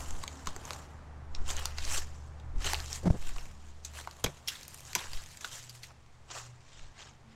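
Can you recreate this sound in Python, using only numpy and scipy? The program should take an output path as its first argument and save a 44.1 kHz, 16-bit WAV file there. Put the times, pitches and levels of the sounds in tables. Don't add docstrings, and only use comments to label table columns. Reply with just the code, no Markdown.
import sys
import numpy as np
from scipy import signal
from scipy.fft import rfft, irfft
from scipy.io import wavfile
from scipy.ndimage import uniform_filter1d

SR = 44100
rng = np.random.default_rng(int(sys.argv[2]) if len(sys.argv) > 2 else 0)


def dump_mix(stems):
    frames = np.atleast_2d(stems).T
    limited = np.clip(frames, -1, 1)
    pcm = np.round(limited * 32767).astype(np.int16)
    wavfile.write(sys.argv[1], SR, pcm)


N = 324135
TIME = np.arange(N) / SR

# peak_s, rise_s, fall_s, top_db, litter_db, soil_db, sparkle_db
PRESSES = [(0.0, .05, 0.13, -49.5, -7, 5.5, 2.5), (.2, 0.11, 0.26, -53.5, -8.5, 8, -6),
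           (.48, .02, 0.045, -56.5, 0.5, 8, -3), (.72, 0.21, 0.13, -56, -1.5, 10, 1.5),
           (1.36, 0.023, 0.15, -63, -2.5, 14.5, -20), (1.499, 0.023, .06, -42, -3.5, 4.5, -2.5),
           (1.6, .05, 0.097, -52.5, 5, 3.5, 4), (1.81, 0.04, 0.08, -51, 3, -3.5, -2),
           (1.95, 0.066, 0.044, -35.5, -4, -0.5, 1.5), (2.21, 0.074, 0.15, -66, -15, -3, -10),
           (2.662, 0.031, 0.049, -38, -1.5, -0.5, -1.5), (2.72, 0.025, 0.062, -42.5, -1.5, 4, 3),
           (2.84, .08, 0.14, -55, -1.5, -3, 1.5), (2.955, 0.038, .025, -41, -6.5, -4, -1),
           (3.13, 0.23, 0.12, -59.5, -6, 2, -3), (3.28, 0.083, 0.051, -54, 2, -1.5, 4),
           (3.401, 0.088, 0.1, -57, -2.5, 2.5, -0.5), (3.68, 0.11, 0.11, -64, -4, -5, -6),
           (3.857, 0.013, .03, -51, -6.5, 0, -5), (3.98, 0.04, 0.046, -50.5, 1, 1.5, 5.5),
           (4.22, 0.24, 0.34, -63, -1.5, 6.5, 1.5), (4.509, 0.026, 0.13, -52.5, 2.5, -13, 5.5),
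           (4.74, 0.08, 0.22, -62, -1, -9, 9.5), (4.905, 0.064, 0.069, -51.5, -5.5, -2, -2.5),
           (4.99, 0.016, 0.058, -49.5, 4.5, 0, 3), (5.16, 0.17, 0.082, -52, -2.5, -4, 0.5),
           (5.33, 0.15, 0.14, -59, -1, -19, 3.5), (5.455, 0.039, 0.049, -50.5, -4, 2, 1.5),
           (5.55, 0.049, .08, -45.5, -4.5, -4.5, -0.5), (5.755, 0.024, 0.042, -58, -3.5, -2, 4),
           (5.84, .015, .045, -55.5, -1.5, -8, 1.5), (5.902, 0.011, 0.017, -68, 5, 13.5, -4),
           (6.13, .1, .15, -75, -9.5, 7, -11), (6.312, 0.015, 0.065, -48.5, -4.5, 3, -30),
           (6.368, 0.035, 0.065, -45.5, -5.5, 6, -6), (6.78, 0.12, 0.11, -59.5, 1, -2.5, -35),
           (7.028, 0.046, 0.05, -53.5, 2, 1, -17), (7.32, 0.024, 0.033, -72, 9, -4, -15)]


def gain_of(db):
    return 10 ** (np.asarray(db) / 20)


def unit_rms(x):
    return x / np.sqrt(np.mean(x ** 2) + 1e-20)


def add(mix, start_s, sound):
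    part = mix[max(round(start_s * SR), 0):][:len(sound)]
    part += sound[:len(part)]


def coloured(x, spectrum):
    hz, db = np.transpose(spectrum)
    f = np.fft.rfftfreq(len(x), 1 / SR)
    shape = gain_of(np.interp(np.log(f + 1), np.log(hz + 1), db))
    roll_off = np.minimum(f / hz[0], 1) ** 2 / np.maximum(f / hz[-1], 1) ** 2
    return unit_rms(irfft(rfft(x) * shape * roll_off, len(x)))


def noise(spectrum):
    return coloured(rng.standard_normal(N), spectrum)


def wander(rate_hz, points=4096):
    t = np.linspace(0, N / SR, points)
    low_pass = np.exp(-(np.fft.rfftfreq(points, t[1]) / rate_hz) ** 2)
    drift = irfft(rfft(rng.standard_normal(points)) * low_pass)
    return np.interp(TIME, t, unit_rms(drift))


def band(x, low_hz, high_hz, order=2):
    return signal.sosfilt(signal.butter(order, [low_hz, high_hz], "band", fs=SR, output="sos"), x)


def ringing(x, hz, q, ring_db):
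    return x + gain_of(ring_db) * signal.lfilter(*signal.iirpeak(hz, q, SR), x)


def swell(peak_s, rise_s, fall_s):
    widths = np.maximum((peak_s - TIME) / rise_s, (TIME - peak_s) / fall_s)
    return -8.5 * np.minimum(widths, 20) ** 1.13


def hum(pitch_hz, waver_hz, waver_db):
    cycles = np.cumsum(pitch_hz + waver_hz * wander(2.47)) / SR
    return np.sqrt(2) * np.sin(2 * np.pi * cycles) * gain_of(waver_db * wander(9.4))


def far_ambience():
    # pitch_hz, relative_db
    wash_hums = [(90, -7), (149.5, -7), (224, -17.5)]
    # peak_s, rise_s, fall_s, level_db, pitch_hz
    hum_swells = [(.35, .35, 0.39, -60.5, 261.7), (2.6, 1.05, 1, -55.5, 121), (3.5, 0.13, .2, -63, 200),
                  (5.75, 0.17, 0.13, -58, 121), (6.5, 0.22, 0.11, -54.5, 119.1),
                  (7.32, 0.16, .2, -63.5, 220.6)]
    # time_s, relative_db
    wash_levels = [(0, -53), (1.5, -57.5), (2.0, -59), (2.9, -57), (3.6, -62.5), (5.0, -61.5), (5.9, -66.5),
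                   (7.35, -63.5)]
    # frequency_hz, density_db
    wash_spectrum = [(20, 5.5), (45, -5.5), (80, 1), (130, 0), (200, -6), (330, -9.5), (550, -11),
                     (800, -8), (1200, -11.5), (2000, -20), (3200, -36), (6000, -69)]
    hiss_spectrum = [(800, -29), (2000, 0), (4000, -5.5), (6500, -7), (9000, -14), (12000, -24.5),
                     (14000, -27), (16000, -33.5)]
    steady = gain_of(-65.5) * hum(121, waver_hz=0.41, waver_db=2)
    hums = sum(gain_of(db) * hum(hz, waver_hz=0.745, waver_db=1) for hz, db in wash_hums)
    swelling = sum(gain_of(db + swell(peak_s, rise_s, fall_s)) * hum(hz, waver_hz=2.59, waver_db=2)
                   for peak_s, rise_s, fall_s, db, hz in hum_swells)
    wash = gain_of(3 + 0.28 * wander(2.2)) * noise(wash_spectrum)
    contour = gain_of(np.interp(TIME, *np.transpose(wash_levels)))
    hiss = gain_of(-70.5) * noise(hiss_spectrum)
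    return steady + swelling + contour * (wash + hums) + hiss


def far_engine():
    # time_s, level_db
    drone_levels = [(0, -46.5), (.6, -54), (1.1, -49), (1.7, -42), (2.3, -49), (2.8, -42.5), (3.35, -57),
                    (3.9, -49.5), (4.6, -66), (5.1, -56), (5.5, -65.5), (7.35, -65)]
    contour = gain_of(np.interp(TIME, *np.transpose(drone_levels)))
    return contour * hum(pitch_hz=74, waver_hz=0.21, waver_db=1.9)


def buffeting():
    # peak_s, rise_s, fall_s, relative_db
    gusts = [(.13, 0.083, 0.052, -38.5), (.5, .03, .05, -48), (1.42, 0.057, 0.16, -34),
             (1.92, 0.1, .09, -35), (2.57, 0.033, 0.11, -28.5), (3.28, 0.13, 0.19, -38),
             (5.15, 0.032, 0.036, -37.5), (6.85, .04, 0.053, -48.5)]
    # frequency_hz, density_db
    eddy_spectrum = [(7, 26), (12, 9), (26, 12.5), (42, -5.5), (65, -12), (120, -28), (300, -24),
                     (800, -54)]
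    calm = gain_of(-67.5)
    eddies = sum(gain_of(db + swell(peak_s, rise_s, fall_s)) for peak_s, rise_s, fall_s, db in gusts)
    return gain_of(7) * (calm + eddies) * noise(eddy_spectrum)


def camera_knocks():
    # start_s, push_db, push_s, ring_db
    knocks = [(0.472, -33.5, 0.031, -39), (3.0556, -34, 0.0028, -49), (3.0679, -40, 0.011, -16.5),
              (3.073, -35, 0.0016, -17.5), (3.1039, -11.5, 0.0088, -29), (4.2456, -22, 0.0042, -33),
              (4.259, -33.5, 0.02, -36)]
    # pitch_hz, relative_db, t60_s
    modes = [(172, -2.5, 0.12), (144.7, -12, 0.21), (304, -18, 0.048), (636, -38, 0.031)]
    out, t = np.zeros(N), np.arange(SR // 4) / SR
    ring = sum(gain_of(db - 60 * t / t60_s) * np.sin(2 * np.pi * hz * t) for hz, db, t60_s in modes)
    for start_s, push_db, push_s, ring_db in knocks:
        push = np.sin(np.pi * np.minimum(t / push_s, 1)) ** 2
        add(out, start_s, gain_of(ring_db) * ring - gain_of(push_db) * push)
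    return out


def camera_brushes():
    # start_s, length_s, level_db, tone_hz
    brushes = [(2.645, 0.043, -44.5, 384), (3.026, 0.03, -40.5, 610), (3.051, 0.036, -25.5, 680),
               (3.101, 0.01026, -29, 746), (3.118, .022, -42.5, 450), (3.135, 0.035, -37.5, 427),
               (4.241, 0.01125, -29.5, 493), (4.249, 0.063, -44.5, 500), (4.957, 0.039, -48.5, 375)]
    # frequency_hz, density_db
    friction_spectrum = [(60, 3), (160, 11.5), (240, -0.5), (330, 0.5), (700, -6.5), (1100, -14.5),
                         (1600, -15), (2500, -29), (6000, -24), (12000, -34)]
    firm_edge_hz, firm_db, db_per_octave = 4900, -23.5, 9.5
    out = np.zeros(N)
    for start_s, length_s, level_db, tone_hz in brushes:
        friction = coloured(rng.standard_normal(SR // 4), friction_spectrum)
        hollow = ringing(friction, tone_hz, q=4, ring_db=0)
        edge_hz = firm_edge_hz * 2 ** ((level_db - firm_db) / db_per_octave)
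        scrape = band(hollow, 29, max(edge_hz, tone_hz), order=1)[-round(length_s * SR):]
        add(out, start_s, gain_of(level_db) * unit_rms(scrape) * signal.windows.tukey(len(scrape), 0.5))
    return out


def scatter(x, near_t60_s=0.095, far_db=-15, far_t60_s=0.45):
    t = np.arange(SR // 2) / SR
    onset = 1 - np.exp(-t / 0.001)
    fade = gain_of(-60 * t / near_t60_s) + gain_of(far_db - 60 * t / far_t60_s)
    tail = band(rng.standard_normal(len(t)), 280, 8700, order=1) * fade * onset
    return signal.fftconvolve(x, tail / np.linalg.norm(tail))[:N]


def twigs():
    # start_s, body_db, crack_db, splinter_db, base_decay_ms, ring_hz
    snaps = [(0.1073, -53, -50, -41, 0.84, 7220.0), (0.237, -39.5, -42, -44, 1.3, 1070.0),
             (0.278, -69, -38.5, -41, 1.2, 3220), (0.471, -34, -39, -37.5, 2, 960),
             (0.4587, -63, -56, -51, 1.6, 1030), (0.563, -43.5, -54, -43, 1.4, 7260.0),
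             (0.6522, -62, -56, -43.5, 1.1, 6000), (0.7067, -37, -38, -45, 0.43, 1020),
             (0.7324, -61, -43.5, -46, 2.2, 6500), (1.349, -58, -40.5, -49.5, 2.2, 5300),
             (1.5023, -40.5, -38, -39, 3.3, 6460), (1.5103, -54, -50, -37, 1, 7390.0),
             (1.5667, -64, -47, -37, 1.5, 6950), (1.5954, -47, -58, -50, 0.82, 1460.0),
             (1.6553, -38, -34.5, -32, 1.4, 4300), (1.7839, -44, -36, -46.5, 1.4, 2530),
             (1.8504, -60, -43, -41, 1.2, 5600), (1.9778, -44, -45.0, -35.5, 3.9, 7000),
             (2.398, -72, -59.5, -66, 4.6, 3800), (2.6439, -42.5, -36.0, -41, 5, 2800),
             (2.7331, -29.5, -33.5, -33.5, 1.5, 850), (2.7441, -61, -31, -49, 0.5, 2700),
             (2.7507, -43, -38, -50, 1.5, 2770), (2.802, -50, -42, -46, 1.1, 3750.0),
             (2.8602, -67, -49, -46.5, 0.82, 7460.0), (2.929, -54, -41, -36.5, 1.4, 5270),
             (2.9573, -63, -62, -43, 2.6, 6890.0), (3.3618, -47.5, -51, -61, 2.6, 965),
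             (3.3828, -49, -43, -55, 2.1, 2690), (3.8477, -79, -45.5, -39.5, 7.7, 4060),
             (4.0737, -35, -48, -56, 1.4, 896), (4.111, -62, -51, -54.5, 1.5, 4520),
             (4.2402, -36.5, -38, -30.5, 2.9, 3140), (4.243, -32.5, -28.5, -32, 3.2, 3170),
             (4.2615, -36.5, -35, -49.0, 4.2, 2340), (4.4743, -67, -38.5, -40.5, 13, 5540),
             (4.481, -52, -32.5, -37, 9.9, 2900), (4.5534, -59, -44, -67, 4, 3470),
             (4.631, -65, -52, -48.5, 2.4, 4240), (4.6805, -57.5, -56, -45, 1.3, 755),
             (4.7435, -63.5, -58, -45.5, 1.4, 8900), (4.8052, -59, -57, -51, 1.5, 8600),
             (4.8515, -66, -61, -50, 1, 6350), (4.9315, -52.5, -43.5, -45.0, 1.1, 2370.0),
             (4.9512, -64, -29, -26.5, 1.1, 2670), (4.9533, -34.5, -35, -34.5, 6.8, 976),
             (5.0078, -65, -51, -49, 0.77, 3770), (5.1325, -51, -40.5, -48, 1.2, 4740),
             (5.172, -58, -46.0, -64, 2.4, 3020), (5.261, -63, -54, -51, 0.86, 6340),
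             (5.3716, -70, -51.5, -47, 2.2, 7700), (5.4084, -71, -50, -46, 4.4, 7100),
             (5.4451, -37, -36.5, -49, 2.7, 1470), (5.4511, -59, -50, -46, 0.86, 1340),
             (5.6939, -64, -49.0, -49, 8.3, 4600), (5.8316, -74, -45, -51.5, 8.0, 4300),
             (6.062, -64, -65, -73, 1.1, 2400), (6.3021, -50, -51, -66, 4, 1050),
             (6.315, -59, -52, -65, 7.1, 1020)]
    out, t = np.zeros(N), np.arange(SR // 12) / SR
    attack = t < 0.005
    press_s, *_, sparkle_db = np.transpose(PRESSES)
    for start_s, body_db, crack_db, splinter_db, base_decay_ms, ring_hz in snaps:
        decay_s = base_decay_ms / 1000
        onset = 1 - np.exp(-t / (0.057 * decay_s))
        fibres = rng.standard_normal(len(t)) * onset
        q = 1 + 3.5 * np.sqrt(base_decay_ms)
        thick, thin, tear = (ringing(fibres * np.exp(-t / (stretch * decay_s)), ring_hz, q, ring_db=10)
                             for stretch in (1.3, 1, 0.9))
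        body = band(thick, 660, 1480) + band(thick, 333, 486)
        crack = band(thin, 2050, 4900, order=3)
        brightness = gain_of(np.interp(start_s, press_s, sparkle_db) - 11)
        splinter = band(tear, 5890, 8100, order=3) + brightness * band(tear, 6630, 13500, order=3)
        for part, db in ((body, body_db), (crack, crack_db), (splinter, splinter_db)):
            attack_rms = np.sqrt(np.mean(part[attack] ** 2))
            add(out, start_s, gain_of(db) * part / attack_rms)
    return out


def tread():
    settle_db, settle_db_per_s = -15, 79
    power = np.zeros((4, N))
    for peak_s, rise_s, fall_s, top_db, litter_db, soil_db, sparkle_db in PRESSES:
        press_db = swell(peak_s, rise_s, fall_s)
        rebound_db = settle_db + np.where(TIME < peak_s, press_db, -settle_db_per_s * (TIME - peak_s))
        weight_db = np.maximum(press_db, rebound_db)
        top = gain_of(top_db + weight_db)
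        sparkle = gain_of(top_db + sparkle_db + 1.25 * weight_db)
        litter = top * gain_of(litter_db)
        soil = litter * gain_of(soil_db)
        power += np.square([top, sparkle, litter, soil])
    return np.sqrt(power)


def crackle(per_s, spread_db, decay_s, kinds=10):
    t = np.arange(SR // 200) / SR
    sizes = gain_of(spread_db * np.minimum(rng.exponential(1, N), 4))
    impulses = sizes * (rng.random(N) < per_s / SR)
    kind = rng.integers(0, kinds, N)
    rings = rng.standard_normal((kinds, len(t))) * np.exp(-t / decay_s)
    cracks = sum(signal.oaconvolve(impulses * (kind == k), unit_rms(rings[k]))[:N] for k in range(kinds))
    return unit_rms(cracks)


def patchy(x, depth_db=2.5):
    spectrogram = signal.stft(x, nperseg=256, noverlap=192)[2]
    patches = uniform_filter1d(rng.standard_normal(spectrogram.shape), 5, axis=0)
    patches = uniform_filter1d(patches, 14, axis=1)
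    spectrogram *= gain_of(depth_db * unit_rms(patches))
    return unit_rms(signal.istft(spectrogram, nperseg=256, noverlap=192)[1][:N])


def leaves():
    # frequency_hz, gain_db
    top_spectrum = [(1500, -21.5), (3500, -8.5), (5000, -4), (7000, 5), (8200, -3), (9500, -19),
                    (11000, -36.5)]
    sparkle_spectrum = [(7500, -4.5), (9300, -1), (11000, -4), (13000, -5), (14500, -12.5), (16000, -19)]
    litter_spectrum = [(400, -15), (1000, -19.5), (1600, -0.5), (2900, -0.5), (4200, -3.5), (6000, -6.5),
                       (10000, -91)]
    soil_spectrum = [(100, -25), (240, -18), (380, -7.5), (560, -2.5), (900, 1.5), (1300, -2.5),
                     (2000, -18.5), (4000, -42)]
    top, sparkle, litter, soil = tread()
    cracks = crackle(per_s=2600, spread_db=3.5, decay_s=0.0018)
    merging = np.maximum(top / gain_of(-55.5), 1)
    ticks = gain_of(-6) / merging * crackle(per_s=36, spread_db=0.7, decay_s=0.00086)
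    fizz = gain_of(-3.5) * rng.standard_normal(N)
    clumps = gain_of(1.32 * wander(33.6))
    crunch = patchy((cracks + ticks + fizz) * clumps)
    return (gain_of(-3) * top * coloured(crunch, top_spectrum)
            + gain_of(-8) * sparkle * coloured(crunch, sparkle_spectrum)
            + gain_of(-0.5) * litter * coloured(crunch, litter_spectrum)
            + gain_of(-5) * soil * coloured(crunch, soil_spectrum))


def scene():
    snaps = twigs()
    steps = leaves() + snaps + gain_of(-14) * scatter(snaps)
    camera = camera_knocks() + camera_brushes() + buffeting()
    return (steps + camera + far_engine() + far_ambience())[None]


def record(dry):
    low_pass = signal.firwin(401, cutoff=16200, window=("kaiser", 8), fs=SR)
    return signal.oaconvolve(dry, low_pass[None], "same")


dry = scene()
out = record(dry)
dump_mix(out)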